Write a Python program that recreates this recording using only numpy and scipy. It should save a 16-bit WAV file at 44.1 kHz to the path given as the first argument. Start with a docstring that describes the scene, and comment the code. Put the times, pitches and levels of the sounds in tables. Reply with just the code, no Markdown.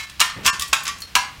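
"""Trimming a clay brick

A mason hammers a hollow clay brick in a bare concrete building. After a light tap, four sharp blows
crack it (bursts of noise) and make it ring (fading tones). Broken pieces drop on the rubble between them.
A dull scuff comes before the second blow, weight shifts on the floor, and the site rumbles faintly."""
import sys
import numpy as np
from scipy import signal
from scipy.fft import irfft
from scipy.io import wavfile

SR = 44100
rng = np.random.default_rng(int(sys.argv[2]) if len(sys.argv) > 2 else 0)


def bounce(signal):
    """Save signal as a 16-bit WAV file at the path given by the first command-line argument."""
    frames = np.transpose(np.atleast_2d(signal))
    limited = np.clip(frames, -1, 1)
    pcm = np.round(limited * 32767).astype(np.int16)
    wavfile.write(sys.argv[1], SR, pcm)


N = 61739

# The tone colour of cracking clay: pitch_hz, level_db
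CLAY_COLOUR = [(60, -27), (180, -14.5), (450, -33.5), (620, -13), (800, -7.5), (1050, 0.5), (1600, 1),
               (1980, -4), (2550, 4.5), (3400, 1), (4700, -1), (7000, -1.5), (10000, -10), (15500, -15)]


def amp(db):
    """Turns decibels into a number to multiply a sound by."""
    return 10 ** (np.asarray(db) / 20)


def fade(t, fade_s):
    """A fade that falls by 60 dB every fade_s seconds."""
    return np.exp(-np.log(1000) * t / fade_s)


def value_at(points, hz):
    """Reads a table between its pitches, on a scale of octaves."""
    pitches, values = np.transpose(points)
    return np.interp(np.log(hz + 1), np.log(abs(pitches) + 1), values)


def loudness(points):
    """A volume curve drawn through points of time and level."""
    return amp(np.interp(np.arange(N) / SR, *np.transpose(points)))


def add(mix, start_s, sound):
    """Mixes a sound in, cutting off whatever falls outside the mix."""
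    at = round(start_s * SR)
    sound = sound[max(-at, 0):]
    part = mix[max(at, 0):][:len(sound)]
    part += sound[:len(part)]


def noise(colour, size, tilt_db=0):
    """Coloured noise of level one; each octave above 800 Hz gains tilt_db."""
    hz = np.fft.rfftfreq(size, 1 / SR)
    strength = amp(value_at(colour, hz) + tilt_db * np.log2(np.maximum(hz, 800)))
    x = irfft(strength * np.exp(2j * np.pi * rng.random(len(hz))), size)
    return x / x.std()


def site_rumble():
    """The steady low rumble and faint hiss of the building site."""
    # pitch_hz, level_db
    rumble_colour = [(20, -20), (40, -6.5), (62, 4), (90, -5), (150, -3.5), (250, -12), (450, -22.5),
                     (1000, -15.5), (2500, -12), (4500, -15.5), (8000, -24.5), (15500, -30)]
    return amp(-45) * noise(rumble_colour, N)


def crack(colour, level_db, tilt_db, fade_s):
    """Breaking clay gives a gritty burst of noise whose treble dies first."""
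    t = np.arange(SR // 2) / SR
    grit_db, grain_s, rise_s, treble_speed = 2.5, 0.0006, 0.00034, 1.084
    grit = amp(grit_db * np.interp(t / grain_s, np.arange(2600), rng.standard_normal(2600)))
    burst = noise(colour, len(t), tilt_db) * grit / np.sqrt(np.mean(grit ** 2))
    low = signal.sosfiltfilt(signal.butter(2, 4000, fs=SR, output="sos"), burst)
    treble = burst - low
    fading = low * fade(t, fade_s) + treble * fade(t, fade_s / treble_speed)
    return amp(level_db) * (1 - np.exp(-t / rise_s)) * fading


def ring(level_db, body):
    """Struck clay vibrates at several pitches, each fading at its own speed."""
    # Tones of the brick as it breaks and is turned, of a shard and of a chip: pitch_hz, level_db, fade_s
    clay_tones = {"tapped": [(1100, -12, 0.31), (1765, -12, 0.53), (2160, 1, .28), (3160, -9, .2),
                  (3967, -9.5, 0.38), (5370, -15, .28)], "whole": [(1022, -7.5, 0.25), (1253, -22, 0.35),
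                  (1381, -6, 0.16), (1809, -7.5, 0.43), (1845, -9.5, 0.41), (2043, -17, 0.6),
                  (2520, -5.5, 0.097), (2828, 3.5, 0.11), (2848, -13, 0.35), (3203, -6, 0.11),
                  (3610, -12, 0.11), (3993, 6, 0.057), (5166, -18, 0.074), (6705, -3.5, 0.066)],
                  "cracked": [(1013, -10.5, 0.3), (1096, -2.5, 0.18), (1170, -7.5, 0.21), (1392, -5.5, .14),
                  (1600, -8, 0.19), (1785, -6.5, 0.32), (2351, -8, .14), (2744, -4.5, 0.17),
                  (2834, -3.5, 0.083), (3215, -6.5, 0.06), (3365, 1, 0.049), (4360, -16.5, 0.17),
                  (5970, -20, .2), (5410, -8.5, 0.14), (6860, -12.5, .2), (7970, -14.5, 0.16)],
                  "chipped": [(916, -12, 0.34), (1103, 10.5, 0.055), (1213, -2.5, 0.16), (1334, 1.5, 0.18),
                  (1620, -0.5, 0.14), (1802, -11.5, 0.41), (2542, 6, 0.096), (2680, -10, 0.51),
                  (2600, -26, 0.14), (3270, 6, 0.072), (3690, -4, 0.073), (5140, -28, 0.14),
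                  (7000, -17, 0.46)], "turned": [(775.4, -18.5, 0.28), (977.4, -0.5, 0.19),
                  (1008, -4, 0.29), (1232, -4.5, 0.16), (1347, 0, 0.06), (1622, -3, 0.14), (1680, -10, 0.3),
                  (2117, -13, 0.5), (2397, -6.5, 0.069), (2707, -11.5, 0.3), (3050, -14, 0.072),
                  (4191, -6, 0.14), (4260, -5.5, 0.22), (5719, -8, 0.2)], "shard": [(1152, 1.5, 0.16),
                  (1510, -29, 0.15), (1915, -9, 0.25), (2405, -12, 0.27), (3220, -16, 0.25),
                  (3550, 0.5, 0.055), (4825, -8, 0.13), (5300, -3, 0.044)], "chip": [(1320, -8, 0.2),
                  (3100, -5, 0.2), (4220, 5.5, 0.2), (4280, 10, 0.15), (4400, 5, 0.13), (4590, 5, 0.059),
                  (5520, -7, 0.3)]}
    t = np.arange(SR // 2) / SR
    rise_s, trim_db = 0.0014, -2.5
    tones = sum(amp(db) * fade(t, fade_s) * np.sin(2 * np.pi * (hz * t + rng.random()))
                for hz, db, fade_s in clay_tones[body])
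    return amp(level_db + trim_db) * (1 - np.exp(-t / rise_s)) * tones


def impacts(hits, colour):
    """Each hit cracks and rings; returns one track of cracks and one of rings."""
    cracks, rings = np.zeros(N), np.zeros(N)
    for start_s, crack_db, tilt_db, fade_s, ring_db, body in hits:
        add(cracks, start_s, crack(colour, crack_db, tilt_db, fade_s))
        add(rings, start_s, ring(ring_db, body))
    return np.array([cracks, rings])


def hammer_blows():
    """The hammer taps once, then touches the brick two or three times in each blow."""
    # start_s, crack_db, tilt_db_per_octave, crack_fade_s, ring_db, body (what rings)
    contacts = [(-.03, -16.5, -0.8, 0.14, -21, "tapped"), (.196, -21.5, -1, 0.18, -36, "whole"),
                (.2024, -6, 2, 0.047, -34, "whole"), (.2122, -10, -3.1, 0.066, -13.5, "whole"),
                (.454, -18.5, -2, 0.19, -38, "cracked"), (.4622, -7.5, 0.5, 0.066, -17.5, "cracked"),
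                (.4762, -9, 0, 0.023, -9, "cracked"), (.7283, -18, -4, .02, -43, "chipped"),
                (.7303, -6.5, -0.2, 0.046, -19, "chipped"), (1.1525, -3.5, -0.27, 0.036, -17.5, "turned"),
                (1.1635, -17.5, -12, 0.047, -13, "turned")]
    return impacts(contacts, CLAY_COLOUR)


def room_echo(sound):
    """Sound bounces quickly off nearby walls, then lingers in the bare room."""
    # How long the room rings: pitch_hz, fade_s
    room_fades = [(150, 0.15), (1000, 0.47), (2500, 0.42), (5000, 0.33), (9000, 0.3), (15000, 0.2)]
    t = np.arange(SR) / SR
    echoes_per_s, near_db, tail_db = 3000, -7.5, -7
    near_echoes, late_echoes = rng.choice([-1., 1.], (2, SR)) * (rng.random((2, SR)) < echoes_per_s / SR)
    near = near_echoes * (t > 0.003) * fade(t, fade_s=0.064)
    # Split the late echoes by pitch so that each band fades at its own speed.
    hz, age_s, bands = signal.stft(late_echoes * (t > 0.0092), SR, nperseg=256)
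    bands = bands * fade(age_s, value_at(room_fades, hz)[:, None])
    tail = signal.istft(bands, SR, nperseg=256)[1][:SR]
    echoes = amp(near_db) * near / np.linalg.norm(near) + amp(tail_db) * tail / np.linalg.norm(tail)
    return signal.fftconvolve(sound, echoes)[:N]


def falling_pieces():
    """Large shards and small chips clatter onto the rubble."""
    # start_s, crack_db, tilt_db_per_octave, crack_fade_s, ring_db, body (what rings)
    landings = [(.030, -31.5, -0.5, 0.098, -66, "chip"), (.097, -33, 2, 0.039, -58, "chip"),
                (.299, -26, -2, 0.024, -45, "chip"), (.410, -33, 18, .01, -60, "chip"),
                (.596, -17, 5.5, 0.034, -46, "shard"), (.608, -24.5, 3, 0.076, -27, "shard"),
                (.621, -15.5, 4.5, 0.036, -21, "shard"), (.679, -31.5, 12, 0.082, -63, "chip"),
                (.835, -26, 14, 0.056, -70, "chip"), (.8535, -23, 1, 0.036, -59, "shard"),
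                (.8665, -22, -3, 0.1, -30.5, "shard"), (.8785, -16.5, 0.5, 0.04, -40, "shard"),
                (.886, -39, -8, 0.084, -19.5, "shard"), (.9855, -35.5, 8, .03, -75, "chip"),
                (1.003, -34, 12, 0.071, -83, "chip"), (1.0193, -24.5, 5, 0.02, -36, "chip")]
    # pitch_hz, level_db
    clatter_colour = [(60, -26), (450, -26), (700, -26), (1050, -1.5), (1600, -2.5), (2550, 1), (3600, 2.5),
                      (5000, 0), (6800, -2), (9000, -8.5), (12500, -15.5), (15500, -20)]
    return impacts(landings, clatter_colour)


def level_dips():
    """A volume curve that stays at one apart from three brief dips."""
    # middle_s, half_length_s, depth_db
    dips = [(0.063, 0.0044, -4.5), (0.517, 0.011, -24.5), (1.064, 0.007, -4.5)]
    t = np.arange(N) / SR
    return amp(sum(db * np.exp(-((t - middle_s) / half_s) ** 4) for middle_s, half_s, db in dips))


def floor_scuff():
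    """A dull scrape on the gritty floor."""
    # pitch_hz, level_db
    scuff_colour = [(30, -12), (70, 0.5), (110, -1), (180, 2), (300, -6.5), (600, -9.5), (1000, -13.5),
                    (2500, -16), (8000, -49), (15000, -57)]
    # time_s, level_db
    scuff_levels = [(0.338, -73), (0.368, -34), (.42, -38.5), (.48, -38), (.56, -44.5), (.68, -52.5)]
    return noise(scuff_colour, N) * loudness(scuff_levels)


def floor_bumps():
    """Weight shifting on the floor makes soft, short swells of bass."""
    # start_s, level_db
    bumps = [(0.419, -45), (.465, -45), (.585, -36.5), (0.691, -40), (.875, -45), (1.004, -44),
             (1.154, -45), (1.376, -37.5)]
    pitch_hz, rise_s = 63, 0.013
    t, out = np.arange(SR // 5) / SR, np.zeros(N)
    swell = t / rise_s * np.exp(1 - t / rise_s)
    for start_s, level_db in bumps:
        add(out, start_s, amp(level_db) * swell * np.sin(2 * np.pi * (pitch_hz * t + rng.random())))
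    return out


def hammer_scrape():
    """The steel edge slides on the brick, swelling into the second blow."""
    # time_s, level_db
    scrape_levels = [(.42, -76), (0.436, -38), (.446, -38.5), (0.448, -25), (.461, -22.5), (.468, -76)]
    return noise(CLAY_COLOUR, N, tilt_db=-1.5) * loudness(scrape_levels)


def scene():
    """Blows and falling pieces echo in the room, over the background."""
    cracks, rings = hammer_blows() + falling_pieces()
    cracks = cracks + hammer_scrape()
    echo = room_echo(cracks + amp(-9.5) * rings)
    noisy = cracks + echo + floor_scuff() + floor_bumps() + site_rumble()
    return (rings + level_dips() * noisy)[None]  # the dips leave the ringing bare


def record(dry):
    """Gently squashes the loudest peaks, then cuts the highest treble."""
    squashed = dry / (1 + dry ** 4) ** 0.25
    treble_cut = signal.firwin(511, cutoff=15900, window=("kaiser", 9), fs=SR)
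    return signal.oaconvolve(squashed, treble_cut[None], "same")


dry = scene()
out = record(dry)
bounce(out)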